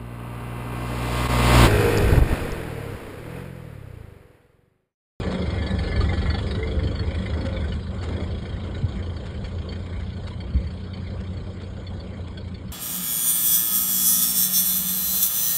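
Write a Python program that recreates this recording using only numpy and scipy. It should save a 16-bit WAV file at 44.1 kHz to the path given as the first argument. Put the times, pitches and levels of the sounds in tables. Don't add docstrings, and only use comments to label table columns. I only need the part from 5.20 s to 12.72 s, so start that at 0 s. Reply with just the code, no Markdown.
import sys
import numpy as np
from scipy import signal
from scipy.fft import rfft, irfft, next_fast_len
from scipy.io import wavfile
from scipy.ndimage import uniform_filter1d, minimum_filter1d, map_coordinates

SR = 44100
rng = np.random.default_rng(int(sys.argv[2]) if len(sys.argv) > 2 else 0)


def materialize(psi):
    bounded = np.clip(np.atleast_2d(psi).T, -1, 1)
    quanta = np.round(bounded * 32767).astype(np.int16)
    wavfile.write(sys.argv[1], SR, quanta)


def boost(x):
    u = np.asarray(x, float) / 20
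    return 10 ** u


N = 331632
TIME = np.arange(N) / SR


def unit(x):
    return x / np.sqrt(np.mean(x ** 2) + 1e-20)


def curves(rows):
    s, *columns = np.transpose(rows)
    return [np.interp(TIME, s, column) for column in columns]


def wobble(rate):
    knots = rng.standard_normal(int(N * rate / SR) + 4)
    return map_coordinates(knots, [np.arange(N) * rate / SR])


def filtered(x, response):
    size = next_fast_len(N + SR // 2)
    return irfft(rfft(x, size) * response(np.fft.rfftfreq(size, 1 / SR)), size)[:N]


def shape(points):
    f, db = np.transpose(points)
    return lambda hz: boost(np.interp(np.log(hz + 1), np.log(f + 1), db))


def resonant(modes):
    def mode(f, sign, centre, width, db):
        damping = 1j * f * width
        return sign * boost(db) * damping / (centre * centre - f * f + damping)
    return lambda f: sum(mode(f, (-1) ** k, *row) for k, row in enumerate(modes))


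def noise(response, patchy_db):
    z = signal.stft(rng.standard_normal(N + 512), nperseg=512)[2]
    field = uniform_filter1d(rng.standard_normal(z.shape), 5, 0)
    field = uniform_filter1d(field, 8, 1)
    patched = signal.istft(z * boost(patchy_db * unit(field)), nperseg=512)[1][:N]
    return unit(filtered(patched, response))


# (time [s], firing rate [1/s])
FIRING_RATE = [(0.0, 27.44), (0.3, 24.83), (0.6, 23.44), (0.9, 23.27), (1.2, 24.29), (1.6, 24.74),
               (2.0, 26.49), (2.4, 25.9), (2.8, 27.36), (3.2, 27.29), (3.7, 28.46), (4.2, 28.7),
               (4.7, 29.22), (5.2, 29.76), (5.8, 30.1), (6.4, 30.28), (7.0, 29.29), (7.52, 29.44)]


def firings():
    return np.cumsum(curves(FIRING_RATE)[0]) / SR + .19


CYLINDER_DB = [0, -1, -2, -2]


def strengths(count, scatter_db):
    k = count.astype(int)
    chance_db = scatter_db * rng.standard_normal(k[-1] + 1)
    return boost(np.array(CYLINDER_DB)[k % 4] + chance_db[k])


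def loss_db(s):
    return -20 * np.log10(1 + s / 2.294)


# (time [s], throttle [dB], looseness of the ground under the tyres [dB])
DRIVING = [(0, -1, 1.5), (.1, -3.5, 3), (.4, -0.5, 1.5), (.8, 2, 0), (1.05, 3, 0), (1.25, 0, 1),
           (1.55, 1, -2), (2.15, 1, 1.5), (2.5, 0.5, 0), (2.66, -3.5, -2), (2.92, 1.5, 3.5),
           (3.15, 0.5, -1.5), (3.55, -1, 1.5), (4.0, -1, 0), (4.75, -1, 1.5), (4.93, -1.5, -1),
           (6.95, -1.5, 1.5), (7.52, -3, -1)]
# (level at the start [dB], share of spreading loss, share of throttle, share of looseness)
LAYER_LEVELS = dict(rumble=(-25, 0.61, 1.36, -0.37), drone=(-33, 0.7, -0.07, 0.06),
                roar=(-33.5, 0.82, 0.72, 1.23), leak=(-41.5, 1.68, 1.2, 0), hiss=(-42, 0.8, 0.8, 0.5),
                chuff=(-31, 0.81, 1.67, 0), panels=(-39.5, 2.74, 3.1, 1.1))


def level_db(layer):
    start_db, far, load, loose = LAYER_LEVELS[layer]
    throttle_db, ground_db = curves(DRIVING)
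    return start_db + far * loss_db(TIME) + load * throttle_db + loose * ground_db


# (frequency [Hz], level [dB per Hz])
RUMBLE_SPECTRUM = [(12, -48.5), (20, -30), (41, -8.5), (70, -1.5), (92, -2), (135, -12.5), (170, -11.5),
                   (220, -49.5), (370, -120)]
# (frequency [Hz], width [Hz], level [dB])
PIPE_MODES = [(185.06, 20.3, 0), (225, 23.4, -12), (140.6, 27, -10)]


def exhaust():
    rumble_db = level_db("rumble")
    fade_db = loss_db(TIME)
    orders_db = {2: -10.5, 3: -7 - 0.45 * fade_db, 4: -8 + .3 * fade_db}
    count = firings()
    turns = count + 0.052 * wobble(3.6)
    orders = 0
    for order, db in orders_db.items():
        gain = boost(db + 2.5 + 1.5 * wobble(6.3))
        orders = orders + gain * np.sin(2 * np.pi * order * turns)
    throb = 1 + 0.34 * np.cos(2 * np.pi * (count - .55))
    rumble = boost(-2.0) * throb * noise(shape(RUMBLE_SPECTRUM), patchy_db=1.66)

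    pulses = np.diff(np.floor(count), prepend=0) * strengths(count, scatter_db=5.0)
    struck = filtered(pulses, resonant(PIPE_MODES))
    struck = unit(filtered(struck, resonant(PIPE_MODES)))
    drone = 0.74 * struck + 0.62 * noise(resonant(PIPE_MODES), patchy_db=3.9)
    return boost(rumble_db) * (orders + rumble) + boost(level_db("drone") - 0.5) * drone


# (frequency [Hz], width [Hz], level [dB])
JOINT_MODES = [(1093, 150, -7), (1440, 140, -12.5), (1740, 33, -6), (2067, 110, -5), (2130, 40, -4),
               (3300, 107, 3.5), (3566, 190, -2), (3820, 32, 6.5), (4314, 140, -8.5), (5020, 440, -9.5),
               (8100, 730, -17.5), (8950, 170, -11.5)]
# (frequency [Hz], level [dB per Hz])
ROAR_SPECTRUM = [(120, -21), (200, -2), (264, -7), (477, -7.5), (527, -8), (691, -17), (959, -21.5),
                 (1160, -19.5), (1280, -26.5), (1500, -19), (1950, -51.5), (3300, -120)]
# (frequency [Hz], level [dB per Hz])
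HISS_SPECTRUM = [(590, -32), (1000, 0), (1230, -6.5), (2210, -1.5), (2480, -5.5), (2870, -9), (3220, -5),
                 (4070, -6), (4440, -9), (5180, -11.5), (5820, -57.5), (6290, -18.5), (6730, -13.5),
                 (9530, -26.5), (10100, -51), (13100, -75), (22000, -120)]


def leak():
    roar_db, leak_db, hiss_db = map(level_db, ("roar", "leak", "hiss"))
    count = firings()
    phase = count % 1
    puff = (1 - np.exp(-phase / 0.045)) * np.exp(-phase / 0.67)
    puff = unit(puff * strengths(count, scatter_db=1.5))
    gas = puff * noise(resonant(JOINT_MODES), patchy_db=4.5)
    gusts = boost(0.71 * wobble(12))
    roar = (1 + 0.066 * puff) * gusts * noise(shape(ROAR_SPECTRUM), patchy_db=2.0)
    hiss = (0.7 + 0.31 * puff) * noise(shape(HISS_SPECTRUM), patchy_db=4.06)
    return boost(leak_db - 5.5) * gas + boost(hiss_db - 1.5) * hiss + boost(roar_db + 0.5) * roar


# (time [s], frequency [Hz], level [dB])
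GEAR_HUMS = [
    [(1.2, 435, -84), (1.42, 440, -33.5), (1.8, 445.7, -39), (2.15, 440, -73)],
    [(1.25, 535, -72), (1.6, 522, -37.5), (2.0, 535, -45.5), (2.35, 534, -32.5), (2.62, 536, -69)],
    [(1.1, 365, -80), (1.35, 367, -35), (1.6, 372, -45), (1.85, 375, -80)],
    [(1.2, 290, -85), (1.4, 292, -41.5), (1.7, 296, -39.5), (1.9, 298, -80.5)],
    [(0, 183, -38.5), (2.2, 190, -48), (4.2, 186, -46.5), (6.5, 189, -43.5), (7.52, 184, -49.5)],
]


def gears():
    hums = 0
    for hz, db in map(curves, GEAR_HUMS):
        gain = boost(db - 1.5 + 3.3 * wobble(25))
        hums = hums + gain * np.sin(2 * np.pi * np.cumsum(hz + 4 * wobble(20)) / SR)
    return hums


# (time [s], peak level [dB], whistle [Hz], upper whistle [dB])
STRONG_CHUFFS = [(0.219, -33, 3340, -14), (0.4658, -32, 3280, -5), (0.8055, -32, 3880, -3),
                 (0.8894, -33, 3570, -22), (1.0186, -33, 3240, -8), (1.1008, -32, 3460, 0.5),
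                 (1.1438, -28, 3390, -9.5), (1.1827, -29, 3380, -16), (1.3086, -29, 3810, -11),
                 (1.3494, -32.5, 3820, -16), (1.6717, -31.5, 3150, -15), (1.7913, -35, 3300, 0),
                 (2.0992, -35.5, 3310, -37), (2.3645, -32.5, 3470, -20), (2.52, -32.5, 2930, -15),
                 (2.9652, -36.5, 3310, -23), (3.2918, -38, 3180, -15), (3.5468, -36, 3820, -23),
                 (3.8258, -38, 3160, -14), (3.896, -39.5, 3170, -28), (4.2433, -37.5, 3300, -7.5),
                 (4.4886, -36, 3180, -3.5), (4.5236, -34.5, 3170, -11), (5.0694, -38, 3830, -8),
                 (5.204, -37, 3180, -7), (5.7347, -37.5, 3090, -6), (6.6675, -35.5, 3470, -8),
                 (6.8, -41.5, 3440, -2), (7.1732, -33.5, 3330, -13), (7.344, -41, 3510, -5)]
# (delay [firing gaps], whistle [dB], upper whistle [dB], lower ring [dB])
VALVE_PUFFS = [(.06, 4, -12.5, -8), (-.02, 2, -20, -6.5), (0.082, 0, -16, -21.5), (-.01, 3, -10.5, -2)]
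WHISTLE_PITCHES = [3180, 3085, 3170, 3310, 3320, 3810, 3330]


def puffs():
    count = firings()
    k = np.arange(1, int(count[-1]))
    late, main_db, upper_db, lower_db = np.transpose(VALVE_PUFFS)[:, k % 4]
    r = rng.standard_normal((len(k), 6))
    s = np.interp(k + late + 0.027 * r[:, 4], count, TIME)
    db = level_db("chuff")[(s * SR).astype(int)] + main_db
    choices = np.where(s > 2.6, 4, len(WHISTLE_PITCHES))
    hz = np.array(WHISTLE_PITCHES)[(abs(r[:, 5]) * 977).astype(int) % choices]
    mix_db = np.array([db, upper_db, lower_db + 0.73 * loss_db(s), -30 + 0 * s])
    scatter_db = (1.1, 7.6, 1.7, 9.3)
    mix_db = mix_db + (r[:, :4].clip(-3, 1) * scatter_db).T
    rows = np.array([s, mix_db[0], hz, *mix_db[1:]]).T
    for strong_s, strong_db, strong_hz, strong_upper_db in STRONG_CHUFFS:
        j = np.argmin(abs(s - strong_s))
        rows[j, :4] = strong_s, strong_db + 7.5, strong_hz, strong_upper_db
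        rows[j, 4:] -= 4.5
    return rows


def chuffs():
    out, t = np.zeros(N + SR), np.arange(SR // 20) / SR
    rings_hz = np.array([1456, 1768, 2070, 2254])
    fizz = noise(shape([(5900, -66.0), (6600, -8.0), (8500, 4.0), (8900, -31.0), (9400, 7.0), (10000, -38)]),
                 patchy_db=0.5)
    spit = noise(shape([(1200, -41.5), (1900, -4), (3300, 0.0), (4600, -12), (5400, -8.5), (6500, -44)]),
                 patchy_db=2.5)
    shiver = wobble(450)
    swell = (1 - np.exp(-t / 0.0048)) ** 2 * np.exp(-t / 0.0083) * 2.09
    glide = t + 0.046 * 0.0079 * (1 - np.exp(-t / 0.0089))
    rows = puffs()
    chance = rng.standard_normal((len(rows), 8))
    for (s, db, hz, upper_db, lower_db, fizz_db), r in zip(rows, chance):
        def tone(f):
            start = round(f * 9 + s * SR) % (N - len(t))
            jitter = .45 * shiver[start:][:len(t)]
            return np.sin(2 * np.pi * f * glide + 9 * r[2] + jitter)

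        flutter = 1 + 0.25 * np.sin(2 * np.pi * (170 + 40 * r[0]) * t + 3 * r[1])
        lower = sum(boost(6.1 * min(g, 1) - 6.5) * tone(f) for f, g in zip(rings_hz, r[4:]))
        i = max(round((s - .003) * SR), 0)
        span = slice(i, i + len(t))
        burst = boost(-7.5) * tone(hz * .99) + boost(upper_db) * tone(4380 + 40 * r[3])
        burst = burst + boost(lower_db + 1.0) * lower
        burst = burst + boost(-17 + 1.3 * r[1]) * np.resize(spit[span], len(t))
        jet = boost(fizz_db - 4) * np.resize(fizz[span], len(t))
        out[span] += boost(db) * swell * (flutter * burst + jet)
    return out[:N]


# (frequency [Hz], width [Hz], level [dB])
PANEL_MODES = [(720, 130, -5), (795.4, 14, 2), (950, 63, 1.5), (1090, 15, -2), (1202, 22, 0), (1356, 28, 6),
               (1518, 20, -3.5), (1727, 8.8, 4), (1934, 16, 6.5), (2105, 9.3, 2), (2323, 13, -17.5)]
# (time [s], level [dB], frequency [Hz])
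PANEL_KNOCKS = [(.72, -32.5, 2050), (0.809, -29, 1216), (.891, -28, 2075), (.92, -30, 800),
                (1.145, -31.5, 790), (1.428, -29, 2070), (1.713, -42, 1145), (2.06, -34.5, 2054),
                (2.135, -39, 1964), (2.365, -37, 2260), (2.44, -38, 1530), (5.113, -41, 993),
                (7.172, -43.5, 1530)]


def panels():
    count = firings()
    k, struck = count.astype(int), np.diff(np.floor(count), prepend=0)
    share = rng.standard_normal((k[-1] + 1, len(PANEL_MODES)))
    share = uniform_filter1d(share, size=3, axis=0).clip(-2, .9)
    rings = 0
    for (hz, width_hz, db), g in zip(PANEL_MODES, share.T):
        keep = np.exp(-np.pi * width_hz / SR)
        turn = 2 * np.pi * hz / SR
        poles = [1, -2 * keep * np.cos(turn), keep ** 2]
        rings = rings + signal.lfilter([np.sin(turn)], poles, struck * boost(db + 11 * g[k]))
    out = np.pad(boost(level_db("panels")) * unit(rings), (0, SR))
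    t = np.arange(SR // 10) / SR
    envelope = (1 - np.exp(-t / 0.0023)) * np.exp(-t / 0.01)
    for s, db, hz in PANEL_KNOCKS:
        out[round(s * SR):][:len(t)] += boost(db + 6.0) * envelope * np.sin(2 * np.pi * hz * t)
    return out[:N]


# (time [s], level [dB], length [s])
STONE_CRUSHES = [(0.109, -37.5, 0.031), (0.811, -40.5, 0.022), (1.27, -44, 0.017), (1.443, -59, 0.011),
                 (2.256, -36, 0.017), (2.529, -44, 0.027), (2.826, -37, 0.026), (2.885, -41, 0.0097),
                 (3.455, -51, 0.013), (3.564, -51, 0.011), (3.739, -55, 0.0078), (5.748, -51, .012),
                 (4.055, -42.5, 0.022), (4.24, -43, 0.032), (4.523, -42.5, 0.013), (4.659, -48.5, .015),
                 (4.795, -50, 0.023), (4.969, -56, 0.018), (7.076, -47, 0.013), (5.071, -41.5, 0.022),
                 (6.002, -44, .015), (6.409, -46, 0.021), (7.276, -47.5, 0.017)]
# (frequency [Hz], level [dB per Hz])
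STONE_SPECTRUM = [(300, -27), (700, 6.5), (2300, 0.5), (5000, -7), (7000, -8.5), (9600, -19.5),
                  (11000, -45)]


def stones():
    swell = 0
    for s, db, length in STONE_CRUSHES:
        swell = swell + boost(db) * np.exp(-((TIME - s - length / 2) / length * 2) ** 2)
    cracks = rng.standard_normal(N) * (0.42 + (rng.random(N) < .03) * 2.6)
    return swell * unit(filtered(cracks, shape(STONE_SPECTRUM)))


# (time [s], peak level [dB], frequency [Hz], decay by 60 dB [s])
WIND_BUMPS = [
    (3.628, -4.5, 105, 0.054),
    (3.642, -2, 74, 0.05),
    (5.346, -6, 63.4, 0.18),
    (5.349, -23, 147, 0.16),
    (5.351, -23, 214, 0.14),
    (5.354, -32, 279, .08),
    (5.439, -20, 70.5, 0.2),
]


def wind():
    out, t = np.zeros(N + SR), np.arange(SR // 4) / SR
    onset = 1 - np.exp(-t / 0.0086)
    glide = t + 0.005 * (1 - np.exp(-t / 0.0055))
    for s, db, hz, t60 in WIND_BUMPS:
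        out[round(s * SR):][:len(t)] -= boost(db - 60 * t / t60) * onset * np.sin(2 * np.pi * hz * glide)
    return out[:N]


def scene():
    return (exhaust() + leak() + chuffs() + panels() + stones() + gears() + wind())[None]


def thinned(x):
    hz, _, z = signal.stft(x, SR, nperseg=1024)
    power = uniform_filter1d(abs(z) ** 2, size=4, axis=0)
    power = uniform_filter1d(power, size=9, axis=1)
    loudest = -minimum_filter1d(-power, size=25, axis=0)
    audible = power > loudest * boost(-2 * 16.5)
    outside = (hz < 1150) | (hz > 7000)
    return signal.istft(z * (audible | outside[:, None]), SR, nperseg=1024)[1][:N]


def band_limit(x):
    return signal.sosfilt(signal.butter(12, 10250, fs=SR, output="sos"), x)


def record(dry):
    colour = shape([(20, 0.5), (2430, 0.0), (2620, -6), (2830, 0.5), (5300, -1.0), (5650, -8.5), (5900, -53),
                    (6150, -7), (6500, -4.5), (8600, 1.0), (8820, -14.5), (9050, 1.5), (9700, 1.0),
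                    (10250, -31.5), (10400, -93)])
    mix = thinned(filtered(dry[0], colour))[None]
    return band_limit(mix)


dry = scene()
out = record(dry)
materialize(out)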